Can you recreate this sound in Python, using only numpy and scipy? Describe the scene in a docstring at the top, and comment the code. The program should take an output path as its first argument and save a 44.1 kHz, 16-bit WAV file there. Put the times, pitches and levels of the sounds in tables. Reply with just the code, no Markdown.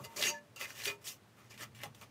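"""In a small bare room, a steel trowel scrapes gritty wet mortar along brickwork in short strokes.
Filtered noise makes the hiss of sand and the body of the mortar; sparse random grains excite the
resonant modes of the blade. Its edge knocks on brick as bursts of noise. Short tones, most of them
rough, swell and die; three in a row step down from 602 to 361 Hz as a falling pitch. Short dull
reverberation follows; a wavering low hum and faint hiss lie beneath."""
import sys
import numpy as np
from scipy import signal
from scipy.fft import rfft, irfft
from scipy.io import wavfile
from scipy.ndimage import uniform_filter1d

SR = 44100
rng = np.random.default_rng(int(sys.argv[2]) if len(sys.argv) > 2 else 0)


def store_pcm(level_fs):
    """Save levels as 16-bit WAV."""
    pcm = np.round(np.clip(level_fs, -1, 1) * 32767).astype(np.int16)
    wavfile.write(sys.argv[1], SR, np.atleast_2d(pcm).T)


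N = 92610  # length in samples


def amp(db):
    """Decibels are a logarithm of amplitude: 20 dB is a factor of ten."""
    return 10 ** (np.asarray(db) / 20)


def evened(x):
    """Normalises by root mean square, the measure of signal power."""
    return x / np.sqrt(np.mean(x ** 2) + 1e-20)


def along(table, col):
    """Linear interpolation reads a column of a time table at every sample."""
    rows = np.array(table)
    return np.interp(np.arange(N) / SR, rows[:, 0], rows[:, col])


def smoothed(x, length_s):
    """Two moving averages in series act as a low-pass filter along the last axis."""
    size = max(round(length_s * SR), 1)
    return uniform_filter1d(uniform_filter1d(x, size), size)


def wander(length_s):
    """Low-pass filtered noise is a slow random fluctuation, here of rms 1."""
    return evened(smoothed(rng.standard_normal(N), length_s))


def coloured(x, points, lo_hz, hi_hz):
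    """Spectral weighting shapes x; the part between lo_hz and hi_hz has rms 1."""
    hz = np.fft.rfftfreq(N, 1 / SR)
    point_hz, point_db = np.transpose(points)
    weight_db = np.interp(np.log(hz + 1), np.log(point_hz + 1), point_db, left=-60)
    spectrum = rfft(x) * amp(weight_db)
    band = irfft(spectrum * ((hz > lo_hz) & (hz < hi_hz)), N)
    return irfft(spectrum, N) / np.sqrt(np.mean(band ** 2))


def resonate(x, hz, width):
    """A damped oscillator is a pole pair whose radius sets the bandwidth (width in Hz)."""
    r = np.exp(-np.pi * width / SR)
    angle = 2 * np.pi * hz / SR
    return signal.lfilter([1 - r], [1, -2 * r * np.cos(angle), r * r], x) * 2 * np.sin(angle)


def add(mix, s, sound):
    """Superposition: sounds sum linearly, this one from s seconds on."""
    part = mix[round(s * SR):][:len(sound)]
    part += sound[:len(part)]


def background():
    """Frequency modulation wavers a low hum; narrow-band noise blurs it and its overtone, over hiss."""
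    # Each row: time in seconds, hum level in dB, overtone level relative to the hum tone in dB.
    hum_levels = [(0, -55.5, 12), (.06, -57, -21), (.13, -83, 16), (.23, -59.5, -2), (.32, -75.5, 17),
                  (.75, -65, -31), (1.3, -70.5, -9), (1.68, -61, -3.5), (1.94, -62.5, -9.5),
                  (2.1, -69.5, 4)]
    # Spectrum of the faint hiss. Each row: frequency in Hz, relative density in dB per Hz.
    air_spectrum = [(30, 0), (60, -9.5), (140, -3.5), (300, -7.5), (1730, -17), (3500, -23), (5910, -26.5),
                    (14000, -33.5)]
    hum_hz, waver_hz, waver_s = 116.2, 10.33, 0.023  # centre, rms deviation, smoothing time
    fuzz_db, fuzz_width_hz = -4, 28  # relative to the hum tone
    overtone_hz, overtone_width_hz = 220, 17.5
    air_db = -65.5  # rms between 193 and 16000 Hz
    air_noise, fuzz_noise, overtone_noise = rng.standard_normal((3, N))
    phase = 2 * np.pi * np.cumsum(hum_hz + waver_hz * wander(waver_s)) / SR
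    tone = np.sqrt(2) * np.sin(phase)
    fuzz = amp(fuzz_db) * evened(resonate(fuzz_noise, hum_hz, fuzz_width_hz))
    overtone = evened(resonate(overtone_noise, overtone_hz, overtone_width_hz))
    hum = tone + fuzz + amp(along(hum_levels, 2)) * overtone
    air = amp(air_db) * coloured(air_noise, air_spectrum, 193, 16000)
    return air + amp(along(hum_levels, 1)) * hum


def pressure():
    """Friction noise exists only during contact: gives its level in dB, sudden at each touch."""
    # One table per stroke, from the touch of the blade.
    # Each row: time in seconds, level of the grit hiss in dB.
    strokes = [
        [(0, -69.5), (.035, -65), (.05, -54), (.068, -66.5), (.085, -74), (.161, -67)],
        [(.1615, -52), (.205, -46), (.215, -46.5), (.245, -45.5), (.26, -42.5), (.295, -45.5), (.33, -69.5),
         (.39, -81.5)],
        [(.5605, -59.5), (.59, -66), (.597, -59), (.612, -51), (.65, -55.5), (.665, -63.5), (.71, -59.5),
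         (.742, -66), (.77, -57), (.83, -55.5), (.837, -53.5), (.855, -45), (.875, -48), (.905, -54.5),
         (.935, -68.5), (.97, -80)],
        [(1.014, -70.5), (1.038, -70)],
        [(1.0415, -60.5), (1.06, -52.5), (1.085, -47.5), (1.135, -60.5), (1.175, -75.5)],
        [(1.368, -78), (1.392, -73), (1.43, -79.5), (1.47, -78), (1.495, -83)],
        [(1.497, -73), (1.518, -63.5), (1.535, -72), (1.545, -67), (1.5765, -77)],
        [(1.577, -70), (1.6, -61), (1.614, -56), (1.635, -54.5), (1.665, -73.5), (1.7, -91)],
        [(1.748, -66.5), (1.81, -69.5), (1.8335, -62)],
        [(1.834, -50.5), (1.845, -57), (1.86, -63), (1.91, -91.5)],
        [(1.947, -65.5), (1.975, -74), (2.0105, -71.5)],
        [(2.011, -63), (2.022, -61), (2.036, -66), (2.07, -84)],
    ]
    t, db = np.arange(N) / SR, np.full(N, -120.)
    for stroke in strokes:
        s, level = np.transpose(stroke)
        db = np.maximum(db, np.interp(t, s, level, left=-120, right=-120))
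    return db


def grains(per_s):
    """Shot noise: sand grains break loose at random instants, a few of them large."""
    spread_db = 1.0
    size = amp(spread_db * np.minimum(rng.exponential(1, N), 4))
    breaks_loose = rng.random(N) < per_s / SR
    return evened(size * rng.standard_normal(N) * breaks_loose)


def blade(push, lo_hz, hi_hz):
    """Modal excitation: each mode's drive varies as the point of contact moves along the steel."""
    # Modes of the steel. Each row: frequency in Hz, relative drive in dB.
    steel_modes = [(1850, -3.5), (2050, 1.5), (2300, -5.5), (2450, -2.5), (2700, -16.5), (2840, -2),
                   (3390, -15), (3900, -11.5), (4745, -3), (5750, -8), (6430, -7.5), (6920, -7)]
    # Decay, shorter while pressed or loaded with mortar; first row free, last row loaded.
    # Each row: time in seconds, time to fall 60 dB in seconds.
    blade_decay = [(0, .09), (.16, .02), (.25, .03), (.31, .09), (.55, .035), (1.3, .018)]
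    wander_db, wander_s = 3.2, .015  # rms variation of each drive and its smoothing time
    ring_share = 0.76  # amplitude share of ringing; the rest is band-passed push
    modes = [m for m in steel_modes if lo_hz < m[0] < hi_hz]
    free, loaded = blade_decay[0][1], blade_decay[-1][1]
    freedom = np.clip((along(blade_decay, 1) - loaded) / (free - loaded + 1e-9), 0, 1)
    ring = 0
    for hz, db in modes:
        drive = push * amp(db + wander_db * wander(wander_s) - wander_db)
        for t60, part in ((free, freedom), (loaded, 1 - freedom)):
            width = np.log(1000) / np.pi / t60
            level = np.sqrt(t60 * SR / np.log(1000))  # offsets the lower power of a narrow band
            ring = ring + resonate(drive * np.sqrt(part), hz, width) * level
    sos = signal.butter(3, [lo_hz, hi_hz], "bandpass", fs=SR, output="sos")
    direct = signal.sosfilt(sos, push) * np.sqrt(SR / 2 / (hi_hz - lo_hz))
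    return ring_share * ring / np.sqrt(len(modes)) + (1 - ring_share) * direct


def patchy(x, db, size):
    """Time-varying filtering: colour shifts in random patches of time and pitch as contact moves."""
    overlap = size - size // 4
    z = signal.stft(x, nperseg=size, noverlap=overlap)[2]
    field = rng.standard_normal(z.shape[::-1]).T
    field = uniform_filter1d(field, size=3, axis=0)  # across frequency
    field = uniform_filter1d(field, size=8, axis=1)  # across time
    gain = amp(db * evened(field))
    return signal.istft(z * evened(gain), nperseg=size, noverlap=overlap)[1][:N]


def scrape():
    """Friction excitation: grains hiss, shake the blade's modes and the lump of mortar."""
    # Spectra of the hiss and of the mortar. Each row: frequency in Hz, relative density in dB per Hz.
    grit_spectrum = [(2500, -3.5), (4200, -9.5), (5600, -3), (9800, -10), (13100, -8.5), (15600, -11)]
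    mortar_spectrum = [(150, -8), (296, 0.5), (436, 3), (616, 7.5), (770, -2), (934, 3), (1290, 7.5),
                       (1700, -20.5), (2210, -55)]
    # What the grit shakes. Each row: time in seconds, then levels relative to the hiss in dB of
    # the upper blade drive, the lower blade drive and the mortar body.
    shaken = [(0, -13, 1.5, 17.5), (.05, 5.5, 3, 2.5), (.14, -4, 13, 11), (.17, 13.5, 5, -5),
              (.21, 5, 5, -8.5), (.23, 9, 12, 1), (.26, 7, 8.5, -16), (.3, 14.5, 4.5, 1),
              (.34, 17.5, 17, 5.5), (.56, 9, 4, 3), (.62, 5, 11, -2.5), (.7, 6.5, 7, 0), (.77, -1, 5.5, -5),
              (.82, 7, 12, -14), (.85, -4, 3, -34), (.88, 12.5, 12.5, -2), (1.02, -19, 5, 1),
              (1.08, 6.5, -0.5, -16.5), (1.14, -12, -9, -8), (1.4, 2, 11.5, 4.5), (1.51, 13.5, 9.5, 1),
              (1.57, 3, 13, -2), (1.62, 8, 10.5, 3), (1.76, -9, 8.5, -9), (1.82, -7, 14.5, -1),
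              (1.85, -29, 11, 4.5), (1.9, -14, 17.5, 19), (1.96, -3, 2, -4), (2.02, 3, 9, 3)]
    grains_per_s, stones_per_s = 22000, 1500  # stones: the coarser grains that jolt the blade
    split_hz = 3750  # between lower and upper blade modes
    hiss_patch_db, body_patch_db = 3, 1.5  # rms unevenness of colour
    hiss_db = pressure()
    hiss = coloured(grains(grains_per_s), grit_spectrum, 7500, 15000)
    out = amp(hiss_db) * patchy(hiss, hiss_patch_db, size=256)
    upper_push = amp(hiss_db + along(shaken, 1)) * grains(2 * stones_per_s)
    out += blade(upper_push, split_hz, 7300)
    lower_push = amp(hiss_db + along(shaken, 2)) * grains(stones_per_s)
    out += blade(lower_push, 1500, split_hz)
    body_level = uniform_filter1d(amp(hiss_db + along(shaken, 3)), 200)  # softened over 200 samples
    body = coloured(grains(grains_per_s), mortar_spectrum, 280, 1400)
    return out + body_level * patchy(body, body_patch_db, size=512)


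def short_tones():
    """Amplitude and phase modulation by noise roughens tones that swell, hold and die exponentially."""
    # Three rows in succession, at 602, 416.7 and 361.4 Hz, step down as a falling pitch.
    # Each row: start in seconds, time before the decay in seconds, frequency in Hz, rms level
    # before the decay in dB, time to fall 60 dB in seconds, roughness from 0 to 1.
    tones = [(.04, 0.0082, 2850, -53, 0.11, 0.14), (0.038, 0.0059, 4740, -57, 0.052, 0.3),
             (.05, 0.073, 915, -63.5, 0.23, 0.1), (.166, 0.019, 384, -52.5, 0.088, 0.36),
             (.19, 0.019, 602, -46.5, 0.044, 0.67), (.243, 0.028, 416.7, -47.5, 0.058, 0.55),
             (.276, 0.022, 361.4, -49.5, 0.097, 0.27), (0.233, 0.062, 2793, -39.5, 0.086, 0.88),
             (.263, 0.032, 6450, -36.5, 0.079, 0.9), (.29, 0.056, 916, -51, 0.14, 0),
             (.29, 0.039, 587, -54.5, 0.38, 0.25), (.30, 0.021, 4660, -46.5, 0.036, 0),
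             (.29, 0.035, 5840, -51.5, 0.13, 1), (0.34, 0.036, 1734, -50, 0.11, 0),
             (.561, 0.018, 2767, -55.5, 0.12, 0.6), (.605, 0.031, 1327, -56.5, 0.048, 0.3),
             (.606, 0.015, 2125, -63, 0.062, 0.6), (0.609, 0.027, 2577, -47.5, 0.11, 0.6),
             (.865, 0.022, 406.6, -46.5, 0.33, 0.42), (.905, 0.035, 915, -63.5, 0.23, 0.05),
             (.862, 0.02, 2450, -45.5, 0.13, 0.43), (.89, 0.04, 1305, -56.5, 0.088, .2),
             (1.37, 0.057, 1254, -70, .1, 0.77), (1.5, 0.013, 5000, -61, 0.055, 0.8),
             (1.51, 0.019, 2397, -58, 0.071, 0.5), (1.608, 0.034, 1883, -51.5, .05, 0.98),
             (1.838, 0.024, 821, -54.5, 0.051, 0.8), (1.625, .03, 1297, -58, 0.1, 0.65),
             (1.86, 0.032, 150.5, -57, 0.19, 0.34), (2.018, 0.014, 1222, -55.5, 0.057, 0.84)]
    rise_s, grain_s = 0.0028, 0.0022  # onset; smoothing time of the roughness
    out, t = np.zeros(N), np.arange(SR // 2) / SR
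    for s, hold, hz, db, t60, rough in tones:
        a, b = smoothed(rng.standard_normal((2, len(t))), grain_s)
        noise = (evened(a) + 1j * evened(b)) / np.sqrt(2)
        waver = np.sqrt(1 - rough ** 2) + rough * noise  # complex, so both level and phase waver
        shape = np.minimum(t / rise_s, 1) * amp(db - 60 * np.maximum(t - hold, 0) / t60)
        carrier = np.exp(2j * np.pi * (hz * t + rng.random()))
        add(out, s, np.sqrt(2) * shape * (waver * carrier).real)
    return out


def knocks():
    """Impact excitation: the edge strikes brick with a tick and a short crunch around one pitch."""
    # Each row: time in seconds, level before the common gain in dB, pitch in Hz.
    strikes = [(0.2138, -26, 4600), (0.225, -21, 3270), (0.2367, -22, 2880), (0.563, -56, 2680),
               (0.6089, -48, 2180), (0.7041, -39, 1800), (.837, -33.5, 4230), (0.855, -24.5, 2880),
               (0.8737, -32, 2700), (1.0736, -33, 3850), (1.576, -42, 2290), (1.748, -55.5, 1930),
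               (1.789, -49, 2700), (1.8159, -42.5, 1900), (1.8338, -34.5, 2240), (1.947, -48, 2840),
               (2.013, -43.5, 3020)]
    rise_s, crunch_t60, tick_t60 = 0.00074, .035, 0.03  # seconds
    common_db, tick_db = -6, -16  # gain of all knocks; gain of the tick's noise within each
    width_hz = 1000
    out, t = np.zeros(N), np.arange(2000) / SR
    for s, db, hz in strikes:
        noise = np.diff(rng.standard_normal((2, len(t))), prepend=0)  # differencing brightens it
        tick, crunch = noise * np.minimum(t / rise_s, 1)
        tick = tick * amp(tick_db - 60 * t / tick_t60)
        crunch = evened(resonate(crunch, hz, width_hz)) * amp(-60 * t / crunch_t60)
        add(out, s, amp(db + common_db) * (tick + crunch))
    return out


def room(x):
    """Reverberation is convolution with decaying noise: close brick walls give a short, dull tail."""
    level_db, t60, dull_hz = -14.5, 0.12, 5350  # tail gain, seconds to fall 60 dB, low-pass corner
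    t = np.arange(SR // 2) / SR
    tail = rng.standard_normal(len(t)) * amp(-60 * t / t60) * (t > .003)  # starts after 3 ms
    tail = signal.lfilter(*signal.butter(1, dull_hz, fs=SR), tail)
    return x + amp(level_db) * signal.fftconvolve(x, tail / np.linalg.norm(tail))[:N]


def scene():
    """Superposition: the trowel's sounds share the room; the background is added without its tail."""
    trowel = scrape() + short_tones() + knocks()
    return (room(trowel) + background())[None]


def record(dry):
    """Band limitation: a high-pass removes the deep bass below the scrape and hum; a low-pass cuts the top."""
    low_cut_hz, edge_hz = 72, 15680
    sos = signal.butter(N=3, Wn=low_cut_hz, btype="high", fs=SR, output="sos")
    thin = signal.sosfilt(sos, dry)
    low_pass = signal.firwin(511, edge_hz, window=("kaiser", 9), fs=SR)
    return signal.oaconvolve(thin, low_pass[None], "same")


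dry = scene()
out = record(dry)
store_pcm(out)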